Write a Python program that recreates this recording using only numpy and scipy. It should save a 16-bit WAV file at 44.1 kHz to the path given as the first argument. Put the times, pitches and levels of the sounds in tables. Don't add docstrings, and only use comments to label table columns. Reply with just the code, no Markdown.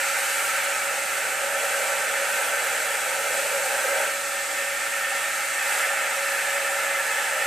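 import sys
import numpy as np
from scipy import signal
from scipy.fft import rfft, irfft, next_fast_len
from scipy.io import wavfile
from scipy.ndimage import uniform_filter1d

SR = 44100
rng = np.random.default_rng(int(sys.argv[2]) if len(sys.argv) > 2 else 0)


def undo_db(level):
    steps = np.asarray(level, float) / 20
    return 10 ** steps


def unload_audio(sound):
    columns = np.transpose(np.atleast_2d(sound))
    steps = np.round(np.clip(columns, -1, 1) * 32767)
    wavfile.write(sys.argv[1], SR, steps.astype(np.int16))


N = 328986
SIZE = next_fast_len(N + SR)
HZ = np.maximum(np.fft.rfftfreq(SIZE, 1 / SR), 1)


def rms_one(x):
    return x / np.sqrt(np.mean(x ** 2) + 1e-20)


def in_time(rows):
    s, *columns = np.transpose(rows)
    return [np.interp(np.arange(N) / SR, s, c) for c in columns]


def drift(rate_hz):
    every = 40
    r = np.exp(-2 * np.pi * every * rate_hz / SR)
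    white = rng.standard_normal(N // every + 2002)
    slow = signal.lfilter([1], [1, -2 * r, r * r], white)[2000:]
    return np.interp(np.arange(N) / every, np.arange(len(slow)), rms_one(slow - slow.mean()))


def colour(points):
    hz, db = np.transpose(points)
    return undo_db(np.interp(np.log(HZ), np.log(hz), db))


def part(level_db, points, delays):
    inside = (HZ >= points[0][0]) & (HZ < points[-1][0])
    comb = np.zeros(len(HZ), complex)
    comb[inside] = 1 + sum(gain * np.exp(-2j * np.pi * HZ[inside] * ms / 1000) for ms, gain in delays)
    return undo_db(level_db) * colour(points) * comb


def gaussian(x, middle, width):
    return np.exp(-4 * np.log(2) * ((x - middle) / width) ** 2)


# pitch_hz, level_db (per Hz)
RUMBLE_COLOUR = [(20, -34), (54, -13), (119, -21), (152, -11), (266, -7.5), (380, -7)]


def rumble():
    return part(-74.5, RUMBLE_COLOUR, [])


# pitch_hz, level_db (per Hz)
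CAVITY_COLOUR = [(380, -24), (460, -14), (550, -3.5), (660, -14.5), (800, -1.5), (960, -13), (1150, -27.5)]
# delay_ms, gain (signed ratio)
CAVITY_DELAYS = [(3.308, 0.24), (5.752, -0.19), (7.169, -0.16), (8.27, -0.13), (10.046, -0.18),
                 (15.768, 0.13)]


def cavity():
    return part(-56.5, CAVITY_COLOUR, CAVITY_DELAYS)


# pitch_hz, level_db (per Hz)
UPRIGHT_COLOUR = [(1130, -13), (1170, -20), (1220, -8), (1370, 1), (1660, -1.5), (2020, -6), (2450, -5.5),
                  (2970, -12), (3600, -20)]
# delay_ms, gain (signed ratio)
UPRIGHT_DELAYS = [(2.027, -0.1), (2.508, -0.07), (2.804, -0.12), (3.575, -0.12), (4.102, -0.17),
                  (4.496, 0.08), (5.719, 0.08), (6.12, -0.05), (6.672, 0.11), (7.098, -0.11), (7.755, 0.27),
                  (8.063, 0.1), (9.294, 0.14), (10.784, -0.09), (11.159, 0.06), (12.738, -0.05),
                  (15.313, -0.05), (16.043, -0.04), (18.52, 0.05), (27.212, 0.04)]


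def outlet_upright():
    return part(-59.5, UPRIGHT_COLOUR, UPRIGHT_DELAYS)


# pitch_hz, level_db (per Hz)
HISS_COLOUR = [(3600, -5), (4150, -5), (4790, -7), (5530, -6.5), (6380, -5.5), (7370, -2), (8500, 0.0)]
# delay_ms, gain (signed ratio)
HISS_DELAYS = [(1.69, -0.13), (2.354, -0.08), (2.534, 0.07), (3.379, 0.1), (3.806, -0.03), (4.264, -0.11),
               (4.775, 0.1), (5.293, -0.04), (6.178, 0.05), (6.807, -0.05), (7.006, 0.06), (7.553, 0.08),
               (7.735, 0.11), (7.868, 0.26), (7.995, 0.1), (8.7, 0.03), (8.97, 0.07), (9.341, 0.06),
               (9.537, -0.13), (9.915, 0.05), (10.099, -0.1), (10.687, -0.05), (17.912, 0.04),
               (18.113, -0.05)]


def hiss():
    return part(-71.5, HISS_COLOUR, HISS_DELAYS)


# pitch_hz, level_db (per Hz)
FINE_COLOUR = [(8500, -5), (9230, 0.5), (10030, -5), (10890, -12), (11830, -8.5), (12840, -7.5),
               (13950, -13.5), (15150, -30)]
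# delay_ms, gain (signed ratio)
FINE_DELAYS = [(1.397, -0.13), (1.662, -0.1), (1.922, -0.11), (2.141, 0.07), (2.29, 0.11), (2.9, 0.07),
               (3.169, 0.06), (4.282, -0.07), (4.458, -0.06), (6.559, -0.07), (6.793, 0.07), (7.334, 0.07),
               (7.528, 0.03), (7.637, -0.15), (7.74, 0.37), (7.906, -0.11), (8.05, -0.12), (8.938, -0.08),
               (9.096, 0.09), (9.673, -0.13), (10.838, 0.04), (11.566, 0.07), (12.356, 0.03),
               (17.965, -0.06)]


def fine_hiss():
    return part(-72.5, FINE_COLOUR, FINE_DELAYS)


def scattering():
    level_db, t60_s = -11, 0.25
    decay = rng.standard_normal(SR) * undo_db(-60 * np.arange(SR) / SR / t60_s)
    return 1 + undo_db(level_db) * rfft(decay / np.sqrt(np.sum(decay ** 2)), SIZE)


# pitch_hz, level_db (per Hz)
HALL_COLOUR = [(20, -30), (60, -26.5), (367, -16), (500, -10), (557, -5), (686, -12), (782, -5),
               (1040, -10), (1320, 1.5), (2280, -5), (4150, -18), (5250, -17.5), (7570, -10.5),
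               (12100, -13.5), (15300, -17.5)]


def hall_wash():
    return undo_db(-66.5) * colour(HALL_COLOUR) * rfft(rng.standard_normal((2, SIZE)))


def ripple(modes):
    return undo_db(sum(db * gaussian(HZ, hz, width) for hz, width, db in modes))


# pitch_hz, width_hz, level_db
UPRIGHT_RIPPLE = [(678, 65, -3.1), (985, 16, -3.8), (1130, 16, -3.8), (1383, 16, -3.9), (1918, 30, -3.5),
                  (1582, 16, 3.1), (1679, 25, -3.5), (1717, 16, 3.7), (1889, 40, -3.5), (2320, 25, 2.8),
                  (2572, 40, -3.0), (3273, 65, -2.1), (3326, 16, -3.3), (3348, 16, 4.0), (3596, 100, -2.1),
                  (3905, 65, -2.5), (4473, 100, 2.4), (5049, 100, -2.1), (5205, 100, -2.0), (5932, 25, 4.3),
                  (6196, 40, 3.8), (6831, 25, -4.7), (6917, 100, -3.9), (7052, 100, -2.9), (7175, 65, -3.2),
                  (7337, 65, -2.7), (7725, 100, 3.2), (8446, 100, -4.9), (8801, 40, 3.9), (9727, 40, -4.0)]


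def ripple_upright():
    return ripple(UPRIGHT_RIPPLE)


# time_s, turning_db (outlet to microphones), drive_db (into boat)
NOZZLE = [(0, 1.7, -4), (.6, 1.2, -1.5), (1.02, -2, -0.5), (1.35, -0.4, 1), (1.9, .1, 3.5), (2.6, 0.7, 2),
          (3.05, -0.2, 1.5), (3.4, -1.6, 3.5), (3.7, -0.9, 4), (4.0, 1, 7.5), (4.18, -3.5, -5),
          (5.2, -0.6, -4), (5.5, -1.5, -5.5), (5.72, 2.5, .1), (6.1, .1, -1.5), (6.6, 0.2, -1.5),
          (7.05, 0.5, -0.3), (7.46, 0.9, 2.5)]
# middle_s, length_s, level_db (extra hiss)
LEAKS = [
    (.3, 0.71, 3),
    (1.7, 0.49, 1.4),
    (2.5, 0.71, 1.4),
    (3.301, 0.57, 1.8),
    (3.8, 0.54, 1.8),
    (5.74, 0.2, 4),
    (6.4, 0.27, 0.7),
]
# level_db, turning_share, drive_share, leak_share, lean_db
REGISTERS = [
    (-58, -0.37, .2, 0.14, -1.3),
    (-38, -0.11, 1, -0.051, .01),
    (-39, 0.57, .4, 0.32, 1),
    (-34.5, 1, .01, -0.014, -0.6),
    (-36, 0.86, 0.12, 0.23, -1),
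    (-36, .9, .1, -.1, 3.5),
    (-32, 0.77, .01, 0.087, 0.6),
    (-34.5, -0.025, .01, 0.78, 0.27),
    (-37.5, .2, .01, 0.99, -0.3),
]


def swells():
    turning_db, drive_db = in_time(NOZZLE)
    s = np.arange(N) / SR
    leak_db = sum(db * gaussian(s, middle, length) for middle, length, db in LEAKS)
    lean = lean_share(N)
    return [db + turn * turning_db + drive * drive_db + leak * leak_db + lean_db * lean
            for db, turn, drive, leak, lean_db in REGISTERS]


def between(low_hz, high_hz):
    def edge(hz):
        return np.clip(.5 + np.log2(HZ / hz) * 20, 0, 1) * np.pi / 2
    return np.sin(edge(low_hz)) * np.cos(edge(high_hz))


BAND_EDGES_HZ = [20, 385, 700, 1140, 1470, 1680, 1900, 3600, 8500, 15200]


def rush():
    near = rfft(rng.standard_normal(SIZE)) * scattering()
    wash = hall_wash()
    steady = rumble() + cavity() + hiss() + fine_hiss()
    upright = irfft((near * (steady + outlet_upright()) + wash) * ripple_upright(), SIZE)
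    leaning = irfft((near * (steady + outlet_leaning()) + wash) * ripple_leaning(), SIZE)
    share = lean_share(SIZE)
    heard = rfft((1 - share) * upright + share * leaning)
    flutter = drift(7.6)
    out = 0
    for low_hz, high_hz, db in zip(BAND_EDGES_HZ, BAND_EDGES_HZ[1:], swells()):
        band = irfft(heard * between(low_hz, high_hz), SIZE)[:, :N]
        loudness = np.sqrt(uniform_filter1d(band.mean(axis=0) ** 2, size=SR))
        out = out + band / loudness * undo_db(db + 0.23 * flutter + 0.34 * drift(3.7))
    return out


# start_s, end_s, pitch_hz, width_hz, level_db
GAP_WHISTLES = [(.2, 1.0, 2260, 44, -40.5), (1.0, 2.9, 1540, 16, -39), (3.649, 4.15, 1580, 34, -35),
                (4.0, 5.7, 1812, 11, -39), (5.2, 6.099, 2059, 22.6, -42), (5.6, 7.46, 1708, 11, -39),
                (6.001, 7.46, 1774, 20, -43), (-.2, .6, 2300, 25, -42), (.25, 1.002, 1297, 31, -38),
                (4.75, 5.5, 1825, 16.4, -39), (5.6, 6.5, 1827, 20, -43), (6.098, 6.9, 1369, 23.3, -42),
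                (1.7, 3.099, 1793, 25, -46)]


def gap_whistles():
    fade_s = 0.18
    out, s = np.zeros(N), np.arange(N) / SR
    white = rng.standard_normal(N)
    for start, end, hz, width, db in GAP_WHISTLES:
        r = np.exp(-np.pi * width / SR)
        poles = [1, -2 * r * np.cos(2 * np.pi * hz / SR), r * r]
        once = signal.lfilter([1, 0, -1], poles, white)
        breath = signal.lfilter([1], poles, once)
        swell = np.clip(np.minimum(s - start, end - s) / fade_s, 0, 1)
        out += undo_db(db) * swell * rms_one(breath)
    return out


def sine(hz, wobble_hz, wobble_db):
    phase = 2 * np.pi * (np.cumsum(hz + wobble_hz * drift(2.9)) / SR + rng.random())
    return np.sqrt(2) * undo_db(wobble_db * drift(5.7)) * np.sin(phase)


# time_s, pitch_hz, level_db
WHISTLE = [(0, 556.4, -40), (1, 553.8, -42.5), (1.6, 557.6, -38), (2.5, 557.5, -41), (3, 556, -44),
           (3.6, 557.7, -35.5), (4.2, 559, -39.5), (5, 557.6, -41), (5.5, 558.5, -45), (6, 556, -39),
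           (6.6, 555.5, -34.5), (7, 556.4, -40), (7.46, 558, -46)]


def cavity_whistle():
    hz, db = in_time(WHISTLE)
    return undo_db(db) * sine(hz, wobble_hz=.4, wobble_db=.8)


# time_s, pitch_hz, level_db
WHINE = [
    (0, 3300, -62),
    (1.5, 3320, -50),
    (3.8, 3326, -51),
    (4.3, 3390, -49),
    (7.46, 3260, -66),
]


def whine():
    hz, db = in_time(WHINE)
    return undo_db(db) * sine(hz, wobble_hz=2.64, wobble_db=2.5)


# multiple (ratio), level_db, left_lead (cycles)
SHAFT_ORDERS = [
    (1, -68, .1),
    (2, -50, .04),
    (3, -50.5, .2),
]


def motor_shaft():
    shaft_hz = 382.9
    turns = np.cumsum(shaft_hz + .1 * drift(1.5)) / SR
    out = 0
    for multiple, db, lead in SHAFT_ORDERS:
        cycles = multiple * turns + rng.random() + [[lead], [0]]
        out = out + undo_db(db + 0.38 * drift(2.9)) * np.sqrt(2) * np.sin(2 * np.pi * cycles)
    return out


# pitch_hz, level_db
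HUM = [
    (49.9, -75),
    (78.7, -81),
    (100.2, -77),
    (150.1, -72),
    (234.2, -75),
    (296.7, -64.5),
    (300.1, -71),
    (339.2, -66.5),
    (1287.3, -54),
]


def hum():
    return sum(undo_db(db) * sine(hz + np.zeros(N), wobble_hz=.1, wobble_db=.8) for hz, db in HUM)


def tones():
    steady = cavity_whistle() + whine() + hum()
    return motor_shaft() + [steady, np.roll(steady, shift=2)]


# time_s, share (0-1)
LEAN = [
    (0, 0),
    (4.0, 0),
    (4.3, 0.4),
    (7.46, 0.99),
]


def lean_share(samples):
    return np.interp(np.arange(samples) / SR, *np.transpose(LEAN))


# pitch_hz, level_db (per Hz)
LEANING_COLOUR = [(1130, -17), (1170, -14), (1220, -6), (1370, -1.5), (1660, -3), (2020, -3.5),
                  (2450, -7.5), (2970, -12), (3600, -19)]
# delay_ms, gain (signed ratio)
LEANING_DELAYS = [(1.552, 0.12), (1.951, -0.19), (2.298, 0.18), (3.036, 0.1), (3.617, -0.15),
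                  (4.116, -0.19), (4.496, 0.14), (5.038, 0.06), (5.866, 0.09), (6.653, 0.13),
                  (7.096, -0.09), (7.751, 0.24), (8.069, 0.15), (9.302, 0.17), (10.771, -0.06),
                  (11.356, -0.05), (12.726, -0.04), (13.453, -0.06), (16.095, -0.03), (23.487, 0.03)]


def outlet_leaning():
    return part(-59.5, LEANING_COLOUR, LEANING_DELAYS)


# pitch_hz, width_hz, level_db
LEANING_RIPPLE = [(592, 25, -2.5), (640, 40, 3.1), (1060, 40, 3.2), (1125, 16, -4.4), (1189, 25, 2.3),
                  (1248, 25, -2.3), (1383, 16, -3.0), (1480, 25, -2.5), (1679, 25, -2.8), (1894, 65, -2.1),
                  (1918, 25, -3.0), (2094, 16, -4.0), (2712, 40, 2.0), (2320, 25, 2.9), (2352, 16, -3.1),
                  (2896, 40, -2.1), (3057, 40, -2.3), (3170, 40, -1.8), (3905, 65, -2.0), (4489, 100, 1.9),
                  (5092, 40, 2.6), (6196, 25, 3.6), (6917, 100, -2.8), (7035, 100, -4.3), (7165, 65, -2.5),
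                  (7622, 100, 4.0), (8322, 40, -3.7), (8446, 100, -4.8), (9183, 25, -4.5), (9625, 40, -4.1)]


def ripple_leaning():
    return ripple(LEANING_RIPPLE)


def scene():
    left_db = -1.3
    return (rush() + gap_whistles() + tones()) * undo_db([[left_db / 2], [-left_db / 2]])


def top_cut(x):
    return signal.sosfilt(signal.butter(12, 15180, fs=SR, output="sos"), x)


def record(dry):
    return top_cut(dry)


dry = scene()
out = record(dry)
unload_audio(out)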